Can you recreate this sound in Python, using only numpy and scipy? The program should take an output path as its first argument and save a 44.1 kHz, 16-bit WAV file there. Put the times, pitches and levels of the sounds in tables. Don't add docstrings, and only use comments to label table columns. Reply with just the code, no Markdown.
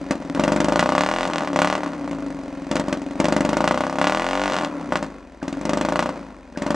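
import sys
import numpy as np
from scipy import signal
from scipy.fft import rfft, irfft
from scipy.io import wavfile

SR = 44100
rng = np.random.default_rng(int(sys.argv[2]) if len(sys.argv) > 2 else 0)


def dump(signal):
    limited = np.clip(np.atleast_2d(signal).T, -1, 1)
    pcm = np.round(limited * 32767).astype(np.int16)
    wavfile.write(sys.argv[1], SR, pcm)


N = 297675
TIME = np.arange(N) / SR
MS = 1 / 1000
CRUISE_RATE = 28


def amp(db):
    return 10 ** (np.asarray(db) / 20)


def evened(x):
    return x / np.sqrt(np.mean(x ** 2) + 1e-20)


def curve(rows, at, axis=1):
    rows = np.asarray(rows)
    return np.interp(at, rows[:, 0], rows[:, axis])


def read(points, hz):
    f, value = np.transpose(points)
    return np.interp(np.log(hz + 1), np.log(f + 1), value)


def colour(x, points):
    size = 4096
    log_gain = np.log(amp(read(points, abs(np.fft.fftfreq(size, 1 / SR)))))
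    spectrum = np.exp(np.conj(signal.hilbert(log_gain)))
    taps = np.fft.ifft(spectrum).real[:size // 2]
    return np.apply_along_axis(lambda v: signal.oaconvolve(v, taps)[:N], -1, x)


def ring(x, modes):
    return sum(amp(db) * signal.lfilter(*signal.iirpeak(hz, hz / width, SR), x) for hz, width, db in modes)


def glide(x, hz, width):
    turn = np.exp(2j * np.pi * np.cumsum(hz) / SR)
    r = np.exp(-np.pi * width / SR)
    return 2 * (turn * signal.lfilter([1 - r], [1, -r], x / turn)).real


def lagged(x, seconds):
    keep = np.exp(-1 / (seconds * SR))
    return signal.lfilter([1 - keep], [1, -keep], x)


def add(mix, s, sound):
    start = round(s * SR)
    part = mix[max(start, 0):max(start + len(sound), 0)]
    part += sound[max(-start, 0):][:len(part)]


# (frequency [Hz], likeness [0-1])
PORT_LIKENESS = [(100, 1), (1000, 0.93), (2500, 0.92), (5000, 0.99), (9000, 1), (14000, 0.42)]


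def noise():
    a, b = rfft(rng.standard_normal((2, N)))
    same = np.clip(read(PORT_LIKENESS, np.fft.rfftfreq(N, 1 / SR)), 0, 1)
    return irfft(np.array([a, same * a + np.sqrt(1 - same ** 2) * b]), N)


# (time [s], rate [firings per second])
ENGINE_SPEED = [(0.0, 17.56), (0.1, 23.18), (0.16, 21.23), (0.356, 19.72), (0.403, 24.23), (0.626, 23.97),
                (1.026, 36.47), (1.24, 45.45), (1.55, 33.5), (1.732, 38.61), (1.84, 36.23), (2.13, 27.61),
                (2.42, 21.91), (2.66, 21.06), (2.761, 24.4), (2.88, 22.78), (3.017, 21.7), (3.17, 21.85),
                (3.292, 25.37), (3.429, 23.15), (3.855, 33.49), (3.994, 34.15), (4.28, 45.08),
                (4.462, 49.2), (4.794, 33.41), (5.414, 17.7), (5.579, 24.03), (5.804, 25.81), (6.08, 31.05),
                (6.541, 19.67), (6.75, 26.29)]


def cycles():
    return np.cumsum(curve(ENGINE_SPEED, TIME)) / SR - .25


def octaves():
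    return np.log2(curve(ENGINE_SPEED, TIME) / CRUISE_RATE)


def moments(turns):
    return np.interp(np.arange(np.ceil(turns[0]), turns[-1]), turns, TIME)


# (opens [s], shuts [s], opening [dB], time to open [s])
THROTTLE_TWISTS = [(0.083, 0.138, -6, 0.02), (0.298, 0.353, -16.5, 0.014), (0.346, 1.253, -2, 0.016),
                   (1.415, 1.487, -9.5, 0.046), (1.524, 1.754, -2.5, 0.022), (1.798, 1.856, -11, 0.016),
                   (1.977, 2.305, -24.5, 0.053), (2.678, 2.81, -5.5, 0.041), (2.837, 2.955, -7.5, 0.018),
                   (2.97, 3.18, -25, 0.037), (3.163, 3.863, -3.5, 0.035), (3.84, 3.99, -10, .02),
                   (3.977, 4.495, -2, 0.011), (4.887, 4.955, -5, 0.034), (4.992, 5.046, -10, 0.0068),
                   (5.402, 5.552, -17, 0.021), (5.553, 6.09, -6, 0.15), (6.515, 6.765, -5.5, 0.2)]


def throttle(shut_s=0.01):
    t = np.arange(0, N / SR, MS)
    twists = []
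    for opens, shuts, db, rise_s in THROTTLE_TWISTS:
        rise = np.clip((t - opens) / rise_s, 0, 1)
        fall = np.exp(-np.clip(t - shuts, 0, 1) / shut_s)
        twists.append(amp(db) * rise * fall)
    return np.interp(TIME, t, np.max(twists, axis=0))


# (starts [s], catches [s], depth [0-1])
STALL_SPANS = [(0.13, 0.287, 0.02), (5.004, 5.426, 0.87), (6.121, 6.58, 0.88)]


def starving(fade_s=0.27, catch_s=0.014):
    total = 0
    for starts, catches, depth in STALL_SPANS:
        slope = np.minimum((TIME - starts) / fade_s, (catches - TIME) / catch_s)
        total = total + np.clip(slope, 0, depth)
    return total


def overrun(opening, fade_s=0.18, db_per_octave=1.5):
    return np.maximum(lagged(opening, fade_s) - opening, 0) * amp(db_per_octave * octaves())


def woods(x, wet_db=-17, t60=0.11, dull_hz=3000):
    t = TIME[:SR // 2]
    tail = noise()[:, :len(t)] * amp(-60 * t / t60) * (1 - np.exp(-t / 0.016))
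    tail = signal.lfilter(*signal.butter(1, dull_hz, fs=SR), tail)
    return amp(wet_db) * signal.fftconvolve(x, tail / np.linalg.norm(tail[0]), axes=1)[:, :N]


# (time [s], rms level [dB], middle pitch [Hz], length [ms])
THROTTLE_SQUEALS = [(5.4157, -39, 1540, 8.5), (6.557, -39, 1590, 9.9)]


def squeals(fall=0.18):
    out = np.zeros(N)
    for s, db, hz, length_ms in THROTTLE_SQUEALS:
        u = np.linspace(-1, 1, int(length_ms * MS * SR))
        tone = np.sin(2 * np.pi * np.cumsum(hz * (1 - fall * u)) / SR)
        add(out, s, amp(db) * evened(tone * (1 - u ** 2)))
    return out


# (frequency [Hz], width [Hz], relative level [dB])
VALVE_MODES = [(1810, 140, 8), (2130, 170, 5), (3760, 410, -6.5), (4650, 120, -4), (6190, 49, 2.5),
               (6660, 400, -10.5), (8840, 150, -4.5)]


def valves(turns, starved, level_db=-51, stall_db=-10, uneven_db=2, intake=.52, exhaust=0.0089):
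    ticks = np.zeros(N)
    for stroke in (intake, exhaust):
        at = (moments(turns - stroke) * SR).astype(int)
        ticks[at] = amp(uneven_db * rng.standard_normal(len(at)))
    return amp(level_db + stall_db * starved) * evened(ring(ticks, VALVE_MODES))


def casing(turns, t60=0.015):
    t, out = TIME[:SR // 8], np.zeros((2, N))
    for stroke in (.27, .5, .97):
        knocks, at = np.zeros(N), (moments(turns - stroke) * SR).astype(int)
        slack = np.clip(1 - curve(ENGINE_SPEED, at / SR) / 50, 0, 1)
        knocks[at] = amp(2.1 * slack * rng.standard_normal(len(at)))
        response = noise()[:, :len(t)] * amp(-60 * t / t60)
        out += signal.oaconvolve(knocks[None], response, axes=1)[:, :N]
    return evened(out)


def looseness(opening, shut=1.53, lock_per_octave=2.5, tightest=0.096):
    lock = 1 / 2 + lock_per_octave * np.maximum(octaves(), 0)
    return np.maximum(shut - opening * lock, tightest)


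def rattling(law, opening, starved, stall_db=-9, settle_s=0.0052):
    free_db, free_octave_db, load_db, load_octave_db, overrun_db = law
    free = amp(free_db + free_octave_db * octaves() + stall_db * starved)
    loaded = amp(load_db + load_octave_db * octaves()) * lagged(opening, settle_s)
    closing = amp(overrun_db) * overrun(opening)
    return np.sqrt(free ** 2 + loaded ** 2 + closing ** 2)


# (frequency [Hz], relative level [dB])
LOW_RATTLE_COLOUR = [(30, -15), (100, -26.5), (200, 10.5), (330, 7.5), (440, 0), (590, 2), (800, 0.5),
                     (1100, -6.5), (1600, -8), (2400, -19), (4000, -60)]
HIGH_RATTLE_COLOUR = [(1000, -5.5), (2000, 8), (2800, 2.5), (3800, 1), (4800, 0), (6300, -3.5),
                      (7500, -7.5), (9000, -7), (11000, -11.5), (15000, -9.5)]
# (frequency [Hz], width [Hz], gain [dB])
CASING_MODES = [(520, 8.5, 5.5), (579.3, 17, 4), (993, 47, -0.5), (1105, 47, 2), (1376, 140, -3.5),
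                (1990, 210, -1), (2480, 47, 3.5), (2730, 60, -8.5)]
# (running free [dB], its growth [dB per octave of speed],
# under full load [dB], its growth [dB per octave of speed], per unit of overrun [dB])
LOW_CLATTER_LAW = (-36, 4, -24, -5.5, -28)
HIGH_CLATTER_LAW = (-49, -0.5, -38, 1, -41.5)


def clatter(turns, opening, starved, knock=0.24, knock_ms=1.1, ticks_per_s=150, tick=0.46, loose_cut_hz=330):
    hits = tick * rng.exponential(1, N) * (rng.random(N) < ticks_per_s / SR)
    at = (moments(2 * turns) * SR).astype(int)
    hits[at] += knock * rng.exponential(1, len(at))
    swell = 1 + signal.lfilter([1], [1, -np.exp(-1 / (knock_ms * MS * SR))], hits)
    loose = evened(swell * noise())
    steady = casing(turns)
    loose = signal.lfilter(*signal.butter(1, loose_cut_hz, "high", fs=SR), loose)
    low = colour(steady + looseness(opening) * loose, LOW_RATTLE_COLOUR)
    high = colour(loose + .5 * steady, HIGH_RATTLE_COLOUR)
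    low = evened(low + ring(low, CASING_MODES))
    high = evened(high + ring(high, CASING_MODES))
    low_gain = rattling(LOW_CLATTER_LAW, opening, starved)
    return low_gain * low + rattling(HIGH_CLATTER_LAW, opening, starved) * high


# (frequency [Hz], gain [dB])
THROB_RADIATION = [(20, -27), (35, -4.5), (48, 15), (60, 12.5), (75, 5), (100, -5), (130, -17)]
# (rate [firings per second], gain [dB])
THROB_GAIN_BY_SPEED = [(20, 1), (28, 2.5), (37, -2), (48, 0)]


def throb(turns, opening, starved, level_db=-50, load_db=8, stall_db=-2, overrun_db=-5, evenness=0.81):
    order = np.arange(1, 5)[:, None]
    speed = curve(ENGINE_SPEED, TIME)
    gains = amp(read(THROB_RADIATION, order * speed))
    orders = (gains * np.sin(2 * np.pi * order * turns)).sum(0)
    orders = orders / np.linalg.norm(gains, axis=0) ** evenness
    effort_db = curve(THROB_GAIN_BY_SPEED, speed) + load_db * opening
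    effort_db += stall_db * starved + overrun_db * overrun(opening)
    return amp(level_db + effort_db) * evened(orders)


# (frequency at 25 firings a second [Hz], width [Hz], relative level [dB])
SILENCER_MODES = [(169.3, 9.2, -3.5), (278.3, 17.8, 9.5), (398.6, 7, -7), (547, 30, -5), (638, 31, -15.5)]
# (time [s], peak level [dB])
THROTTLE_GULPS = [(.299, -12), (.349, -10.5), (1.532, -19), (2.011, -34)]


def gulps():
    hum, out = ring(signal.unit_impulse(SR // 4), SILENCER_MODES), np.zeros(N)
    for s, db in THROTTLE_GULPS:
        add(out, s, amp(db) * hum / abs(hum).max())
    return out


# (opening [0-1], gain [dB])
DRONE_GAIN = [(0, -32), (.08, -27), (.17, -35), (.25, -41), (.75, -43.5)]
# (frequency [Hz], width [Hz], gain per pass [dB])
LOW_BURBLE_MODES = [(169.4, 18, -0.5), (227, 87, -2)]


def drone(turns, opening, starved, stroke=0.014, warming=0.0037, stall_cooling=0.073, stall_db=-18,
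          burble_db=-46, idle_burble_db=-46, burble_load_db=-30, echo=0.41, echo_ms=10.67, turbulence=0.0054):
    s = moments(turns + stroke)
    pushes = np.zeros(N)
    for at, size in zip(s, amp(1.1 * rng.standard_normal((len(s), 1)))):
        add(pushes, at, -size)
        add(pushes, at + echo_ms * MS, -echo * size)
    pushes += turbulence * rng.standard_normal(N) * np.exp(-((turns + stroke) % 1) / 0.32)
    heat = 1 + warming * (curve(ENGINE_SPEED, TIME) - 25) - stall_cooling * starved
    hum = sum(amp(db) * glide(pushes, hz * heat, width) for hz, width, db in SILENCER_MODES)
    hum = signal.lfilter(*signal.butter(2, [140, 900], "band", fs=SR), hum)
    burble = ring(ring(pushes, LOW_BURBLE_MODES), LOW_BURBLE_MODES)
    burbling = amp(burble_db) * overrun(opening) + amp(idle_burble_db + burble_load_db * opening)
    humming = amp(curve(DRONE_GAIN, opening))
    return amp(stall_db * starved) * (humming * evened(hum) + burbling * evened(burble))


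def spike(s, height, width_ms, skirt=0.14, skirt_ms=1.0):
    t = np.arange(-SR // 400, SR // 400) / SR
    start = round(s * SR) / SR
    off_ms = abs(t + start - s) / MS
    tip = .5 ** ((2 * off_ms / width_ms) ** 1.22)
    base = .5 ** ((2 * off_ms / skirt_ms) ** 2)
    return start + t[0], -height * ((1 - skirt) * tip + skirt * base)


# (rate [firings per second], height gain [dB], width at the widest opening [ms])
SPIKE_TUNING = [(21.4, 3, 0.85), (24.15, 0.35, 0.56), (28, 0, 0.26), (29.2, 6.5, 0.072),
                (30.73, -2.5, 0.27), (34.3, -1.5, 0.19), (35.4, 3, 0.098), (37.3, -1.5, 0.13),
                (41.5, -4.5, .13)]


def firings(turns, opening, starved, uneven_db=1.05, idle_db=-31, stall_db=-10, blunting=0.36,
            uneven_width_db=0.5, bluntest_ms=0.76):
    s = moments(turns)
    speed = curve(ENGINE_SPEED, s)
    charge = np.interp(s, TIME, np.maximum(opening, amp(idle_db + stall_db * starved)))
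    height_db = 20 * np.log10(charge) + curve(SPIKE_TUNING, speed) + uneven_db * rng.standard_normal(len(s))
    width_ms = curve(SPIKE_TUNING, speed, axis=2) * (opening.max() / charge) ** blunting
    width_ms = width_ms * amp(uneven_width_db * rng.standard_normal(len(s)))
    return np.c_[s, height_db, np.minimum(width_ms, bluntest_ms)]


# (frequency [Hz], relative level [dB])
RASP_COLOUR = [(300, -39.5), (700, -6), (1200, 7), (2000, -5), (3000, -2.5), (4500, -13.5), (9000, -17),
               (14000, -9.5)]


def scatter(spikes, level_db=-13, fade_ms=9, build_ms=1.2):
    t = TIME[:SR // 16]
    envelope = np.exp(-t / (fade_ms * MS)) * (1 - np.exp(-t / (build_ms * MS)))
    echoes = colour(noise(), RASP_COLOUR)[:, :len(t)] * envelope
    return amp(level_db) * signal.oaconvolve(spikes[None], echoes / np.linalg.norm(echoes[0]), axes=1)[:, :N]


STREAMING_SHARE = [(35, 0.1), (41, 0.1), (46, 1)]


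def streaming(gas, opening, thin_hz=265, howl_hz=278, howl_width_hz=45, howl_db=6.5):
    share = np.clip(curve(STREAMING_SHARE, curve(ENGINE_SPEED, TIME)) * opening / opening.max(), 0, 1)
    thin = signal.filtfilt(*signal.butter(3, thin_hz, "high", fs=SR), gas)
    thin = thin + ring(thin, [(howl_hz, howl_width_hz, howl_db)])
    return gas + share * (thin - gas)


# (time [s], height [dB], width [ms], never under 0.06)
AFTERFIRE = [(0.222, -20.5, 0.4), (0.81, -11, 0.051), (1.012, -13, 0.051), (1.275, -12, 0.56),
             (1.2999, -11.5, 0.23), (1.312, -17.5, 0.19), (1.3352, -6, 0.087), (1.359, -7, 0.092),
             (1.383, -5.5, 0.077), (1.4076, -11, 0.17), (1.4215, -13, 0.31), (1.435, -13.5, 0.22),
             (1.778, -15, .25), (1.877, -19, 0.28), (1.934, -18.5, 0.13), (2.076, -42, .3),
             (2.112, -18, 0.25), (2.131, -18, 0.26), (2.7672, -7, 0.071), (3.2554, -5, 0.1),
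             (3.6795, -30, 0.058), (4.074, -5.5, 0.052), (4.4978, -18, 0.2), (4.5128, -18, 0.072),
             (4.522, -8, 0.078), (4.5352, -9, 0.064), (4.543, -8, 0.13), (4.556, -13, 0.12),
             (4.566, -7, 0.081), (4.578, -14, 0.098), (4.5869, -6.5, 0.1), (4.601, -24, 0.23),
             (4.6111, -8.5, 0.15), (4.624, -17, 0.14), (4.6345, -9.5, 0.29), (4.648, -7.5, 0.075),
             (4.6724, -18, 0.3), (4.782, -26, 0.22), (4.8105, -22, 0.32), (4.9734, -14, 0.053),
             (5.045, -21, 0.18)]
# (delay before travel scaling [ms], height [factor], width [factor])
PIPE_RETURNS = [(0, 0.81, 1.257), (1.35, 0.033, 3.3), (3.0, 0.097, 2.8), (6.1, 0.048, 3.2),
                (11.7, 0.16, 0.35), (17.2, 0.08, 1.6)]
# (frequency [Hz], gain [dB])
MOUTH_COLOUR = [(50, -19.5), (90, -5.5), (170, 5.5), (280, -1.5), (470, -5), (600, 1), (1050, 3),
                (1600, -0.5), (3000, 2), (6000, 7), (9000, 5.5), (14000, -20)]
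# (frequency [Hz], relative level [dB])
RUSH_COLOUR = [(150, -38), (400, -9), (900, -9.5), (2000, -1.5), (3500, -6.5), (6500, -6), (9000, -11.5),
               (14000, -22)]
# (frequency [Hz], width [Hz], gain [dB])
PIPE_MODES = [(1105, 140, 0.5), (1174, 38, -13.5), (1490, 260, -3), (1980, 330, -4.5), (2550, 55, -12),
              (2750, 95, -0.5), (3300, 210, -8), (3900, 89, -24)]
# (frequency at cruising speed [Hz], width [Hz], gain [dB], rise [Hz per firing a second])
CHAMBER_MODES = [(170.7, 14, -1, 0.61), (261, 24, -10, 0.47), (333, 21, -6, .3), (518, 30, -8, 0.77),
                 (576, 123, -4.5, 3.3), (728, 80, -1.5, 0.77), (912, 39, 1.5, 1.06)]


def bark(turns, opening, starved, level_db=3.0, rush_db=-14.0, rush_ms=3.38, rush_growth=0.56,
         rush_uneven_db=1.5, ground=0.36, ground_per_ms=0.33, ground_ms=3.554, lag=0.3, blur=1.12, cut_hz=165,
         hastening=0.0026, rasp_db=-30, rasp_ms=14, crackles_per_s=2500):
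    (spikes, puffs, tails), age = np.zeros((3, N)), np.arange(SR // 20) / SR
    faster = curve(ENGINE_SPEED, TIME) - CRUISE_RATE
    for s, db, width_ms in np.vstack([firings(turns, opening, starved), AFTERFIRE]):
        width_ms = max(width_ms, .06)
        bounce = (ground_ms - lag * width_ms) * MS
        travel = 1 + 0.046 * (width_ms - .4) - hastening * faster[int(s * SR)]
        mirrored = min(ground + ground_per_ms * width_ms, .95)
        puff_gain = amp(db + rush_uneven_db * rng.standard_normal())
        puff = puff_gain * width_ms ** rush_growth * np.exp(-age / (rush_ms * MS))
        for delay_ms, height, wider in PIPE_RETURNS:
            at = s + delay_ms * MS * travel
            add(spikes, *spike(at, amp(db) * height, width_ms * wider))
            add(spikes, *spike(at + bounce, amp(db) * height * mirrored, width_ms * wider * blur))
            add(puffs, at, height * puff)
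        add(tails, s, amp(db) * np.exp(-age / (rasp_ms * MS)))
    crackles = rng.standard_normal(N) * (rng.random(N) < crackles_per_s / SR)
    gas = amp(level_db) * colour(spikes, MOUTH_COLOUR)
    gas = gas + amp(rush_db) * puffs * evened(colour(noise(), RUSH_COLOUR))
    gas = gas + scatter(spikes) + amp(rasp_db) * tails * evened(colour(crackles, RASP_COLOUR))
    gas = signal.lfilter(*signal.butter(2, cut_hz, "high", fs=SR), gas)
    chambers = sum(amp(db) * glide(gas, hz + rise_hz * faster, width)
                   for hz, width, db, rise_hz in CHAMBER_MODES)
    return streaming(gas + ring(gas, PIPE_MODES) + chambers, opening)


def scene():
    engine = turns, opening, starved = cycles(), throttle(), starving()
    barks = bark(*engine)
    exhaust = barks + woods(barks) + drone(*engine) + gulps()
    machine = throb(*engine) + clatter(*engine) + valves(turns, starved)
    return exhaust + machine + squeals()


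# (frequency [Hz], gain [dB])
MICROPHONE_COLOUR = [(20, 1), (8000, -2), (10000, -9), (11200, -16), (12200, -27), (13500, -17.5),
                     (15500, -19)]
# (frequency [Hz], left minus right [dB])
PORT_BALANCE = [(60, 3), (110, 2.5), (200, 2), (380, 1.9), (700, 1.6), (1290, 1), (2380, -1), (4400, -0.5),
                (8120, -0.5), (15000, -0.5)]


def record(dry, left_lag_ms=0.018, ceiling=0.84, edge_hz=16300):
    hz = np.fft.rfftfreq(N, 1 / SR)
    side = np.array([[.5], [-.5]])
    ports = amp(side * read(PORT_BALANCE, hz)) * np.exp(-2j * np.pi * hz * side * left_lag_ms * MS)
    clipped = np.clip(irfft(rfft(dry) * ports, N), -ceiling, ceiling)
    heard = colour(clipped, MICROPHONE_COLOUR)
    low_pass = signal.firwin(511, edge_hz, window=("kaiser", 9), fs=SR)
    return signal.oaconvolve(heard, low_pass[None], "same")


dry = scene()
out = record(dry)
dump(out)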